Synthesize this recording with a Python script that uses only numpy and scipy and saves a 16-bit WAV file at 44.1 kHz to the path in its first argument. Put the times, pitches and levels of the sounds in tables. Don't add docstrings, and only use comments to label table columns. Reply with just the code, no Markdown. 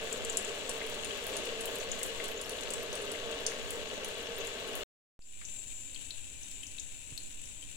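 import sys
import numpy as np
from scipy import signal
from scipy.fft import rfft, irfft, next_fast_len
from scipy.io import wavfile
from scipy.ndimage import map_coordinates

SR = 44100
rng = np.random.default_rng(int(sys.argv[2]) if len(sys.argv) > 2 else 0)


def materialize(psi):
    bounded = np.clip(np.atleast_2d(psi).T, -1, 1)
    quanta = np.round(bounded * 32767).astype(np.int16)
    wavfile.write(sys.argv[1], SR, quanta)


N = 342216

# t/s, level/dB
SPRAY_STRENGTH = [(0, -41.5), (1.2, -41), (2.18, -41.5), (2.26, -40), (2.34, -44), (2.7, -42), (3.2, -42.5),
                  (3.7, -42.5), (4.8, -42.5)]
# f/Hz, width/Hz, level/dB, left-right/dB
TUB_MODES = [(215.3, 3, -8.5, 5.5), (244.3, 13, -10, -1.5), (297, 25, -9, 3), (406, 9.3, -8.5, 0.5),
             (420, 11, -2, -2.5), (460, 30, 3.5, -1), (513, 33, -3, 2), (587, 23, -0.5, -6),
             (601, 4.3, -9.5, -10), (645, 16, -7.5, -6), (623, 12, -18, -9.5), (760, 25, -47.5, 10),
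             (855, 78, -16.5, -5.5), (912, 22, -23, -9), (1080, 66, -12, -0.5), (1240, 17, -19, 7.5),
             (1345, 32, -22.5, 3)]
# f/Hz, width/Hz, lift/dB
PLASTIC_MODES = [(1558, 60, 11), (1700, 47, 8), (2000, 54, 1.5), (2700, 85, 9.5), (2890, 100, 11.5),
                 (3400, 70, 2), (3610, 29, -1), (3922, 36, 9), (4270, 120, 6.5)]
# f/Hz, level/dB
SPLASH_EQ = [(700, -32), (950, -14), (1350, -15), (1650, -4.5), (2300, 1), (2900, -3.5), (3400, 4),
             (4200, -6.5), (5000, -9), (7000, -7.5), (11000, -70.5)]
MIST_EQ = [(2650, -9), (4500, 2), (4980, -17), (7070, 5.5), (7900, 4.5), (8550, -6), (9870, -3),
           (10900, -12.5), (12900, -16.5), (15200, -10), (16000, -23.5)]
AIR_EQ = [(20, -6), (38, -11), (75, -12), (95, -18.5), (135, -20), (200, -23), (290, -19), (340, -28),
          (560, -28), (700, -33), (1000, -33), (1200, -40.5), (1800, -62.5), (3000, -120)]
# t/s, level/dB, f/Hz, snap/dB
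LOUD_BUBBLES = [(0.1271, -22.5, 7440, -38), (0.2488, -25, 7400, -38.5), (0.2982, -20.5, 7300, -43),
                (0.3711, -14, 7400, -33), (0.4479, -25.5, 7360, -47.5), (0.6938, -23, 7370, -37.5),
                (1.4556, -35, 7300, -40), (1.7569, -30, 7650, -42), (1.9165, -20.5, 6800, -46),
                (2.0318, -22, 7840, -40.5), (2.2418, -35.5, 7280, -40), (2.4139, -29, 7190, -39),
                (2.4948, -33.5, 9960, -39), (2.6095, -32, 7200, -42), (2.7053, -30, 7500, -38),
                (2.7367, -21.5, 7660, -38), (3.1168, -36.5, 9600, -38.5), (3.3119, -34.5, 7210, -45.5),
                (3.7065, -28.5, 7400, -40), (4.0467, -30, 6450, -37), (4.4712, -28.5, 7160, -43)]
# f/Hz, level/dB
SNAP_EQ = [(1500, -23.5), (4500, -3.5), (7000, -1.5), (10000, 3), (12000, -10.5), (16000, -12)]
# t/s, level/dB, f/Hz
POOL_PLOPS = [(0.8147, -26.5, 2050), (1.109, -26.5, 2950), (1.6774, -28, 2920), (2.0143, -30, 2080),
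              (2.2006, -26, 2040), (2.3183, -29, 2800), (3.15, -31, 2040), (3.5189, -31.5, 1930)]
# f/Hz, level/dB
HISS_EQ = [(900, -23), (1300, -18), (1600, -9), (2100, -7.5), (2600, -1.5), (3800, -2), (4900, -12),
           (6000, -8.5), (6800, 2), (7700, 5), (8400, -4.5), (10500, -10), (11600, -20), (15800, -19.5)]
# f/Hz, width/Hz, lift/dB
VALVE_MODES = [(1450, 48, 5), (2382, 22, 11), (2645, 77, 8), (2880, 83, 5.5), (3630, 25, 6.5),
               (3710, 46, 2.5), (5670, 70, 3.5), (5720, 55, 6.5), (6220, 89, 7.5), (7100, 68, 2),
               (7820, 83, 7.5), (7850, 47, 6.5), (9370, 97, 10.5), (9860, 27, 17), (10840, 120, 10),
               (14147, 160, 7.5)]
# f/Hz, width/Hz, level/dB, left-right/dB
WHISTLE_MODES = [(7510, 34, 7, 0.5), (7270, 110, 3.5, 2), (7240, 69, -9, 0.5)]
# t/s, level/dB, f/Hz, snap/dB
LAST_DRIPS = [(5.221, -37, 4800, -52), (5.4514, -33, 6330, -46), (5.946, -41.5, 4300, -50),
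              (5.961, -40, 3180, -55), (6.107, -32.5, 3980, -39), (6.4333, -39, 6250, -50),
              (6.4825, -41, 7060, -43), (6.5134, -46, 9500, -34.5), (6.6326, -39.5, 2900, -39),
              (6.6677, -37.5, 6200, -39.5), (6.7845, -37.5, 3660, -50), (6.798, -29, 6770, -47),
              (7.1765, -33, 4170, -31), (7.456, -44, 5850, -39.5), (7.6264, -44, 3030, -42.5)]
# t/s, thud/dB, rub/dB
HAND_BUMPS = [(5.413, -70, -46.5), (7.122, -41, -59)]
# f/Hz, level/dB
RUB_EQ = [(300, -16), (900, -12), (1550, -1), (2400, -1), (5000, -14), (9000, -42.5)]
# f/Hz, t60/s
TILE_DECAY = [(300, 0.58), (3000, 0.3), (8000, 0.29), (15000, 0.12)]
# f/Hz, left-right/dB
PORT_BALANCE = [(1200, 0.5), (2200, 3.5), (3100, 12.5), (4200, 9.5), (5000, 3), (6200, 14.5), (7200, 11),
                (8000, 23.5), (8800, -2), (9700, -9), (11000, -2.5), (13000, 0.5), (15500, 9.5)]

CUT_S, RESUME_S = 4.835, 5.192
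TOP_HZ = 15950
TIME = np.arange(N) / SR


def amp(db):
    return 10 ** (np.asarray(db) / 20)


def unit(x):
    return x / np.sqrt(np.mean(x.mean(0) ** 2) + 1e-20)


def along(points, hz):
    f, v = np.transpose(points)
    return np.interp(np.log(hz + 1), np.log(f + 1), v)


def noise(length=N):
    return rng.standard_normal((2, length))


def wobble(rate):
    return map_coordinates(rng.standard_normal(int(N * rate / SR) + 4), [TIME * rate])


def filtered(x, response):
    size = next_fast_len(N + SR // 2)
    return irfft(rfft(x, size) * response(np.fft.rfftfreq(size, 1 / SR)), size)[..., :N]


def coloured(x, spectrum):
    return filtered(x, lambda hz: amp(along(spectrum, hz)))


def panned(db):
    ratio = amp(np.atleast_1d(db))
    return np.array([ratio, np.ones_like(ratio)]) * np.sqrt(2 / (1 + ratio ** 2))


def bandpass(f, hz, width):
    return 1j * f * width / (hz * hz - f * f + 1j * f * width)


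def resonate(x, modes):
    return filtered(x, lambda f: sum(panned(side) * amp(db) * bandpass(f, hz, width)
                                     for hz, width, db, side in modes))


def lifted(x, modes):
    return filtered(x, lambda f: 1 + sum((amp(db) - 1) * bandpass(f, hz, width)
                                         for hz, width, db in modes))


def spread(pair, alike):
    turn = lambda hz: np.arccos(np.clip(along(alike, hz), -1, 1)) / 2
    mid, side = filtered(pair, lambda hz: np.array([np.cos(turn(hz)), np.sin(turn(hz))]))
    return np.array([mid + side, mid - side])


def nearer_right(x, lag_ms):
    return filtered(x, lambda hz: np.exp(np.pi * 1j * np.outer([-1, 1], hz) * lag_ms / 1000))


def add(track, s, sound):
    start = max(round(s * SR), 0)
    part = track[:, start:start + sound.shape[-1]]
    part += sound[..., :part.shape[1]]


def patter(rate, size_db):
    hits = rng.random((2, N)) < rate / SR
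    return hits * amp(size_db * np.clip(noise(), -3, 2.5)) * rng.choice([-1, 1], (2, N))


def spatter(rate, size_db, t60, wet_db):
    age = np.arange(SR // 4) / SR
    burst, tail = amp(-120 * age / t60), amp(-120 * age / TILE_DECAY[1][1])
    shape = burst / burst.sum() + amp(2 * wet_db) * tail / tail.sum()
    power = np.abs(signal.fftconvolve(patter(rate, size_db)[0] ** 2, shape)[:N])
    return np.sqrt(power) * noise()


def tub_drum():
    hits = spread(patter(2500, size_db=3.5), [(200, 0.91), (460, 0.9), (650, 0.8), (1200, 0.31)])
    return nearer_right(unit(resonate(hits, TUB_MODES)), lag_ms=0.13)


def splash():
    raps = spread(patter(1800, size_db=2.5), [(1000, 0.5), (1700, 1), (2700, 0.59), (4000, 0.25)])
    raps = unit(nearer_right(raps, lag_ms=0.14))
    shatter = amp(2) * unit(spatter(4000, size_db=7, t60=0.0052, wet_db=-7))
    return unit(lifted(coloured(raps + shatter, SPLASH_EQ), PLASTIC_MODES))


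def mist():
    sizzle = unit(coloured(spatter(1700, size_db=3, t60=0.005, wet_db=-7), MIST_EQ))
    near_drops = spatter(55, size_db=15.5, t60=0.0057, wet_db=-2.5)
    crackle = coloured(near_drops, [(4000, -35), (7000, -1.5), (10000, 0), (12000, 0), (16000, -7)])
    return sizzle + amp(-6.5) * unit(crackle)


def spray():
    times, levels = np.transpose(SPRAY_STRENGTH)
    strength_db = np.interp(TIME, times, levels)
    flow = wobble(14)
    low, middle, top = tub_drum(), splash(), mist()
    drum_db = strength_db - 1.42 + 0.68 * flow + 0.4 * wobble(6)
    splash_db = strength_db - 4.5 + 0.4 * flow
    push_db = 1.4 * (strength_db - levels.mean())
    mist_db = levels.mean() - 12.5 + push_db + 0.94 * wobble(25)
    return (TIME < CUT_S) * (amp(drum_db) * low + amp(splash_db) * middle + amp(mist_db) * top)


def room_tone():
    air = unit(coloured(spread(noise(), [(40, 0.3), (200, 0.5), (700, 0.6), (1200, 0.1)]), AIR_EQ))
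    sway = unit(coloured(noise(), [(1, 0), (4, 2.5), (9, -9), (20, -12.5), (45, -64), (90, -120)]))
    hum = np.sqrt(2) * np.sin(2 * np.pi * 100.3 * TIME)
    return amp(-57) * air + amp(-52.5) * sway + amp(-68 + 1.6 * wobble(4.8)) * hum


def ping(hz, cycles, glide, swell=1.15):
    age = np.arange(SR // 80) * hz / SR
    fade = np.exp(-age / cycles)
    attack = 1 - np.exp(-(age / swell) ** 2)
    phase = age + glide * (age - cycles * (1 - fade))
    ring = np.sin(2 * np.pi * phase) * fade * attack
    return ring / np.abs(ring).max()


def fizz(count=80):
    track = np.zeros((2, N))
    pitches = 7200 * np.exp(0.307 * rng.standard_normal(count))
    for (when, size), hz in zip(rng.random((count, 2)), pitches):
        ring = ping(min(hz, TOP_HZ), cycles=9.1, glide=0.056)
        add(track, when * CUT_S, amp(-44.5 + 10 * size ** 2) * ring)
    return track


def snap(t60):
    age = np.arange(SR // 80) / SR
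    return noise(len(age)) * amp(-60 * age / t60)


def bubbles(cues):
    rings, snaps = np.zeros((2, 2, N))
    for s, db, hz, snap_db in cues:
        add(rings, s, amp(db + 1) * panned(-3) * ping(hz, cycles=2.6, glide=0.011, swell=2.6))
        add(snaps, s, amp(snap_db + 12.5) * snap(t60=0.0066))
    return rings + coloured(snaps, SNAP_EQ)


def small_bubble_cues(per_s=6, most=60, snap_db=-9):
    times = np.cumsum(rng.exponential(1 / per_s, most))
    levels = -37 + 3.5 * rng.standard_normal(most)
    pitches = 7250 * np.exp(0.074 * rng.standard_normal(most))
    return [(s, db, hz, db + snap_db) for s, db, hz in zip(times, levels, pitches) if s < CUT_S]


def plops():
    track = np.zeros((2, N))
    for s, db, hz in POOL_PLOPS:
        add(track, s, amp(db - 2.5) * ping(0.97 * hz, cycles=1.8, glide=0.062))
    return track


def splat_cues(at_s=3.4645, length_s=0.0015, count=5):
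    times = at_s + np.linspace(0, length_s, count)
    return [(s, -22, hz, -47.5) for s, hz in zip(times, np.geomspace(4810, 8830, count))]


def plumbing(ease_at_s=5.8, ease_s=0.25):
    rush = spatter(2200, size_db=6, t60=0.018, wet_db=-1.5)
    hiss = unit(lifted(coloured(rush, HISS_EQ), VALVE_MODES))
    whistle = unit(resonate(noise(), WHISTLE_MODES))
    hiss_db = -51 + 0.27 * wobble(13)
    whistle_db = -50.5 - 6 * np.clip((TIME - ease_at_s) / ease_s, 0, 1) + 1.7 * wobble(11)
    return (TIME > CUT_S) * (amp(hiss_db) * hiss + amp(whistle_db) * whistle)


def drips():
    rings, snaps = np.zeros((2, 2, N))
    for s, db, hz, snap_db in LAST_DRIPS:
        add(rings, s, amp(db + 5) * ping(hz, cycles=3.2, glide=0.02, swell=1))
        add(snaps, s, amp(snap_db) * snap(t60=0.0097))
    return rings + coloured(snaps, SNAP_EQ)


def handling():
    track = np.zeros((2, N))
    thud = np.sin(2 * np.pi * 135 * TIME) * amp(-60 * TIME / 0.058)
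    thud += 0.5 * np.sin(2 * np.pi * 250 * TIME) * amp(-60 * TIME / 0.022)
    for s, thud_db, rub_db in HAND_BUMPS:
        rub = unit(coloured(noise(), RUB_EQ)) * amp(-60 * TIME / 0.095)
        add(track, s, amp(thud_db) * thud + amp(rub_db - 1) * rub)
    return track


def bathroom(x, near_db=-1, wet_db=-4.5, near_t60=0.031):
    hz, t, bands = signal.stft(noise(SR // 3), SR, nperseg=256)
    walls = signal.istft(bands * amp(-60 * t / along(TILE_DECAY, hz)[:, None]), SR, nperseg=256)[1]
    age = np.arange(walls.shape[1]) / SR
    near = noise(len(age)) * amp(-60 * age / near_t60)
    echo = amp(near_db) * near / np.linalg.norm(near[0]) + amp(wet_db) * walls / np.linalg.norm(walls[0])
    echo = np.pad(echo, ((0, 0), (SR // 1000, 0)))
    return x + signal.fftconvolve(x, echo, axes=1)[:, :N]


def scene():
    bed = spray() + room_tone()
    drops = fizz() + bubbles(LOUD_BUBBLES + small_bubble_cues() + splat_cues()) + plops() + drips()
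    return bed + bathroom(drops) + plumbing() + handling()


def record(dry):
    heard = filtered(dry, lambda hz: panned(along(PORT_BALANCE, hz)))
    resumed = TIME > RESUME_S
    fader = (TIME < CUT_S) + resumed * np.clip(0.044 + (TIME - RESUME_S) / 0.32, 0, 1)
    thump = resumed * amp(-47 - 60 * np.abs(TIME - RESUME_S) / 4.2)
    return filtered(heard * fader + thump, lambda hz: hz < TOP_HZ)


dry = scene()
out = record(dry)
materialize(out)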